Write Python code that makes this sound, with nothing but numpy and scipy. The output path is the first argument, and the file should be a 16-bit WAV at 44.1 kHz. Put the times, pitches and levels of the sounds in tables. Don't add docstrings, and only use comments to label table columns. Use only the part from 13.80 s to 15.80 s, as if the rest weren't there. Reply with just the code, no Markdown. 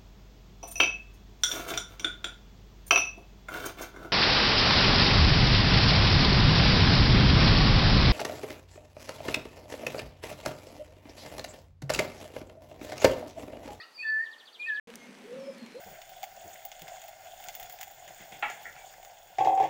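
import sys
import numpy as np
from scipy import signal
from scipy.fft import rfft, irfft
from scipy.io import wavfile
from scipy.ndimage import uniform_filter1d

SR = 44100
rng = np.random.default_rng(int(sys.argv[2]) if len(sys.argv) > 2 else 0)


def dump_mix(stems):
    frames = np.atleast_2d(stems).T
    limited = np.clip(frames, -1, 1)
    pcm = np.round(limited * 32767).astype(np.int16)
    wavfile.write(sys.argv[1], SR, pcm)


N = 88200
TIME = np.arange(N) / SR


def amp(db):
    return 10 ** (np.asarray(db) / 20)


def unit(x):
    return x / np.sqrt(np.mean(x ** 2) + 1e-20)


def add(mix, s, sound):
    part = mix[max(round(s * SR), 0):][:len(sound)]
    part += sound[:len(part)]


def wander(n, rate_hz):
    hz = np.fft.rfftfreq(N, 1 / SR)
    return unit(irfft(rfft(rng.standard_normal(N)) * np.exp(-(hz / rate_hz) ** 2), N))[:n]


def fade(t, rise_s, fall_s):
    rise = np.sin(np.pi / 2 * np.clip(t / rise_s, 0, 1))
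    fall = np.sin(np.pi / 2 * np.clip((t[-1] - t) / fall_s, 0, 1))
    return rise * fall


def voice(hz, db, tone=((1, 0),), pitch_wobble=.002, wobble_hz=121, level_wobble_db=.58):
    phase = 2 * np.pi * np.cumsum(hz * (1 + pitch_wobble * wander(len(hz), wobble_hz))) / SR
    level = amp(db + level_wobble_db * wander(len(hz), wobble_hz))
    return np.sqrt(2) * level * sum(amp(d) * np.sin(k * phase) for k, d in tone)


def notes(curves, **manner):
    out = np.zeros(N)
    for curve in curves:
        s, hz, db = np.transpose(curve)
        t = np.arange(s[0], s[-1], 1 / SR)
        note = voice(np.interp(t, s, hz), np.interp(t, s, db), **manner)
        add(out, s[0], note * fade(t - t[0], rise_s=.001, fall_s=.0066))
    return out


# (delay [s], relative level [dB])
BUSH_ECHOES = [(0.0102, -23.5), (0.0163, -8.5)]


def outdoors(x, echo_db, tail_s=.46):
    t = TIME[:SR]
    bounces = rng.standard_normal(SR) * (rng.random(SR) < 3000 / SR)
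    build_up = 1 - np.exp(-t / .02)
    echoes = amp(echo_db) * unit(bounces * build_up * amp(-60 * t / tail_s)) / np.sqrt(SR)
    for delay, db in BUSH_ECHOES:
        echoes[round(delay * SR)] += amp(db + echo_db + 4)
    return x + signal.fftconvolve(x, echoes)[:N]


def noise(spectrum, drift_db=1.27):
    hz = np.fft.rfftfreq(2048, 1 / SR)
    real, imag, patches = rng.standard_normal((3, N // 512 + 5, len(hz)))
    patches = unit(uniform_filter1d(uniform_filter1d(patches, size=6, axis=0), size=24, axis=1))
    points_hz, points_db = np.transpose(spectrum)
    shape_db = np.interp(np.log(hz + 1), np.log(points_hz), points_db)
    slices = (real + 1j * imag) * amp(shape_db + drift_db * patches)
    return unit(signal.istft(slices.T, nperseg=2048, noverlap=1536)[1][:N])


# (frequency [Hz], relative level [dB])
CALM_AIR = [(20, -44.5), (60, -24), (120, -17.5), (250, -5), (450, 0.5), (900, 1.5), (1700, -3), (3500, -9),
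            (6000, -11.5), (10000, -18), (15500, -22.5)]
BREEZY_AIR = [(20, -14), (70, -32), (130, -12.5), (300, 2), (450, 4.5), (750, -2), (1300, -5), (2200, -3),
              (4000, -11.5), (7000, -18), (10000, -22), (15500, -31)]


def air_and_leaves(breezy):
    return amp(-53.5) * noise(BREEZY_AIR) if breezy else amp(-60.5) * noise(CALM_AIR)


# (start [s], length [s], first pitch [Hz], last pitch [Hz], level [dB])
TWITTER_CHIRPS = [(0, 0.015, 1884, 1883, -42), (0, .015, 4050, 5030, -50), (.013, 0.028, 3227, 4870, -54),
                  (0, 0.056, 1203, 1357, -56.5), (.005, .028, 2410, 2626, -55),
                  (0.031, 0.017, 3060, 2690, -55), (0.08, .012, 3360, 4400, -74),
                  (0.125, 0.014, 4010, 4750, -67.5)]
# (start [s], level [dB])
TRILL_BEATS = [(.440, -55), (.510, -53.5), (0.581, -53.5), (.654, -51.5), (0.727, -51), (.797, -51),
               (.868, -50), (0.941, -51)]
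# (time in the note [s], pitch [Hz], relative level [dB])
TRILL_NOTE = [(0, 4180, -10.5), (.005, 4544, -3), (.010, 4955, -11), (.015, 4130, -5.5), (.021, 3640, -1),
              (.028, 3280, -0.5), (.036, 2895, -6.5), (0.045, 2600, -15)]
# (delay [s], relative level [dB])
CLOSE_LEAVES = [(.0034, -8), (.0068, -6), (.0125, -8)]


def small_bird():
    song = notes([[(start + s, hz, level + db) for s, hz, db in TRILL_NOTE]
                  for start, level in TRILL_BEATS])
    for start, length, first_hz, last_hz, db in TWITTER_CHIRPS:
        t = np.arange(0, length, 1 / SR)
        hz = first_hz + (last_hz - first_hz) * (t / length) ** .75
        add(song, start, voice(hz, db) * fade(t, rise_s=.002, fall_s=.002))
    blurred = song.copy()
    for delay, db in CLOSE_LEAVES:
        add(blurred, delay, amp(db) * song)
    blurred = unit(blurred) * np.std(song)
    return outdoors(blurred, echo_db=-7.5)


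# (start [s], length [s], first pitch [Hz], held pitch [Hz], level [dB])
FAR_WHISTLES = [(.137, .108, 5203, 4451, -49.5), (0.257, 0.054, 4560, 4527, -45),
                (0.223, 0.067, 3400, 3520, -61.5), (1.15, 0.14, 2200, 2149, -62.5),
                (1.16, 0.092, 6020, 6230, -67.5), (1.562, 0.13, 6720, 5170, -65),
                (1.572, 0.2, 2350, 2343, -66), (1.764, 0.1, 4467, 4208, -61.5),
                (1.88, .12, 4250, 4180, -66.5)]


def far_birds(from_s, until_s, echo_db):
    out = np.zeros(N)
    for start, length, first_hz, held_hz, db in FAR_WHISTLES:
        if from_s <= start < until_s:
            t = np.arange(0, length, 1 / SR)
            hz = held_hz + (first_hz - held_hz) * np.exp(-t / .026)
            whistle = voice(hz, db, pitch_wobble=.0083, wobble_hz=107.6, level_wobble_db=2.5)
            add(out, start, whistle * fade(t, rise_s=.043, fall_s=.02))
    return outdoors(out, echo_db)


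# (time [s], pitch [Hz], level [dB])
RISING_NOTES = [
    [(.178, 2330, -55), (.194, 2485, -37.5), (.212, 2450, -32.5), (.224, 2567, -36.5), (.234, 2602, -31),
     (.246, 2630, -54.5)],
    [(.785, 2260, -65.5), (.800, 2411, -36.5), (.822, 2418, -31.5), (.848, 2462, -32.5),
     (.868, 2604, -33.5), (.880, 2530, -46)],
]
# (time [s], pitch [Hz], level [dB])
FLUTE_NOTES = [
    [(.227, 1850, -47.5), (.243, 1790, -40), (.256, 1757, -33), (.299, 1755, -27), (.340, 1745, -29.5),
     (.380, 1752, -27.5), (.405, 1792, -29.5), (.440, 1870, -36.5), (.456, 1890, -48.5)],
    [(.860, 1790, -54), (.867, 1825, -45.5), (.883, 1825, -32.5), (.900, 1757, -28.5), (.932, 1690, -33),
     (.966, 1685, -33.5), (.985, 1740, -35), (1.01, 1750, -26)],
]


def songbird():
    rising = notes(RISING_NOTES, tone=[(1, -4.5), (3, -39), (4, -43)])
    flute = notes(FLUTE_NOTES, tone=[(1, 0), (2, -64)])
    return outdoors(rising, echo_db=-10.5) + outdoors(flute, echo_db=-10)


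# (frequency [Hz], relative level [dB])
RUMBLE_SHAPE = [(20, -74), (100, -41), (135, -36), (165, -3.5), (205, 2.5), (245, 9.5), (295, -15.5),
                (380, -50), (900, -65)]
# (time [s], level [dB])
RUMBLE_SWELLS = [(1.08, -53.5), (1.24, -55), (1.32, -51), (1.43, -58), (1.59, -50), (1.69, -56),
                 (1.81, -47.5), (1.94, -58)]


def distant_rumble():
    level_db = np.interp(TIME, *np.transpose(RUMBLE_SWELLS))
    return amp(level_db) * noise(RUMBLE_SHAPE)


# (time [s], pitch [Hz], level [dB])
DOVE_COOS = [
    [(1.06, 433.7, -54), (1.10, 449, -48), (1.15, 430, -73)],
    [(1.44, 402, -52.5), (1.475, 455, -51.5), (1.515, 496.6, -44.5), (1.565, 513.5, -40),
     (1.61, 546.4, -44), (1.65, 562.5, -53.5), (1.688, 552.8, -39.5), (1.712, 477, -48.5)],
    [(1.945, 410, -49.5), (1.968, 523, -41), (2.0, 567, -49)],
]


def dove():
    coos = notes(DOVE_COOS, pitch_wobble=.031, wobble_hz=61, level_wobble_db=1.5)
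    return outdoors(coos, echo_db=-8, tail_s=.36)


# (time [s], level [dB], middle frequency [Hz], spread [octaves], fade time [s])
STALK_SNAPS = [(1.1027, -36.5, 2260, 0.5, 0.00074), (1.1392, -40, 1600, 0.69, 0.00085),
               (1.1563, -37, 6000, 1.2, 0.0011), (1.491, -60, 5000, 0.63, 0.0013),
               (1.782, -53, 7000, 0.71, 0.0014), (1.863, -45, 2360, 0.65, 0.0015)]


def grass_and_stalks():
    ticks = rng.random(N) < 310 / SR
    tick_db = 7 * np.minimum(rng.exponential(1, N), 3)
    band = signal.butter(2, [1500, 6000], "band", fs=SR, output="sos")
    out = amp(-68) * unit(signal.sosfilt(band, ticks * amp(tick_db)))
    t = TIME[:2048]
    hz = np.fft.rfftfreq(len(t), 1 / SR) + 1
    for s, db, middle_hz, octaves, fade_s in STALK_SNAPS:
        shape = 1 / (1 + (np.log2(hz / middle_hz) / octaves) ** 2)
        burst = unit(irfft(rfft(rng.standard_normal(len(t))) * shape))
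        dying = np.exp(-t / fade_s) + amp(-19.5) * np.exp(-t / .0081)
        add(out, s, amp(db) * burst * dying)
    return out


def scene():
    stop_s, resume_s, fade_s = .9986, 1.0725, .00045
    calm = air_and_leaves(breezy=False) + small_bird() + far_birds(0, stop_s, echo_db=-5.5) + songbird()
    breezy = air_and_leaves(breezy=True) + distant_rumble() + dove() + grass_and_stalks()
    breezy += far_birds(stop_s, N / SR, echo_db=-3)
    calm *= np.clip((stop_s - TIME) / fade_s, 0, 1)
    breezy *= np.clip((TIME - resume_s) / fade_s, 0, 1)
    return (calm + breezy)[None]


def record(dry):
    treble_cut = signal.firwin(511, 15900, window=("kaiser", 9), fs=SR)
    return signal.oaconvolve(dry, treble_cut[None], "same")


dry = scene()
out = record(dry)
dump_mix(out)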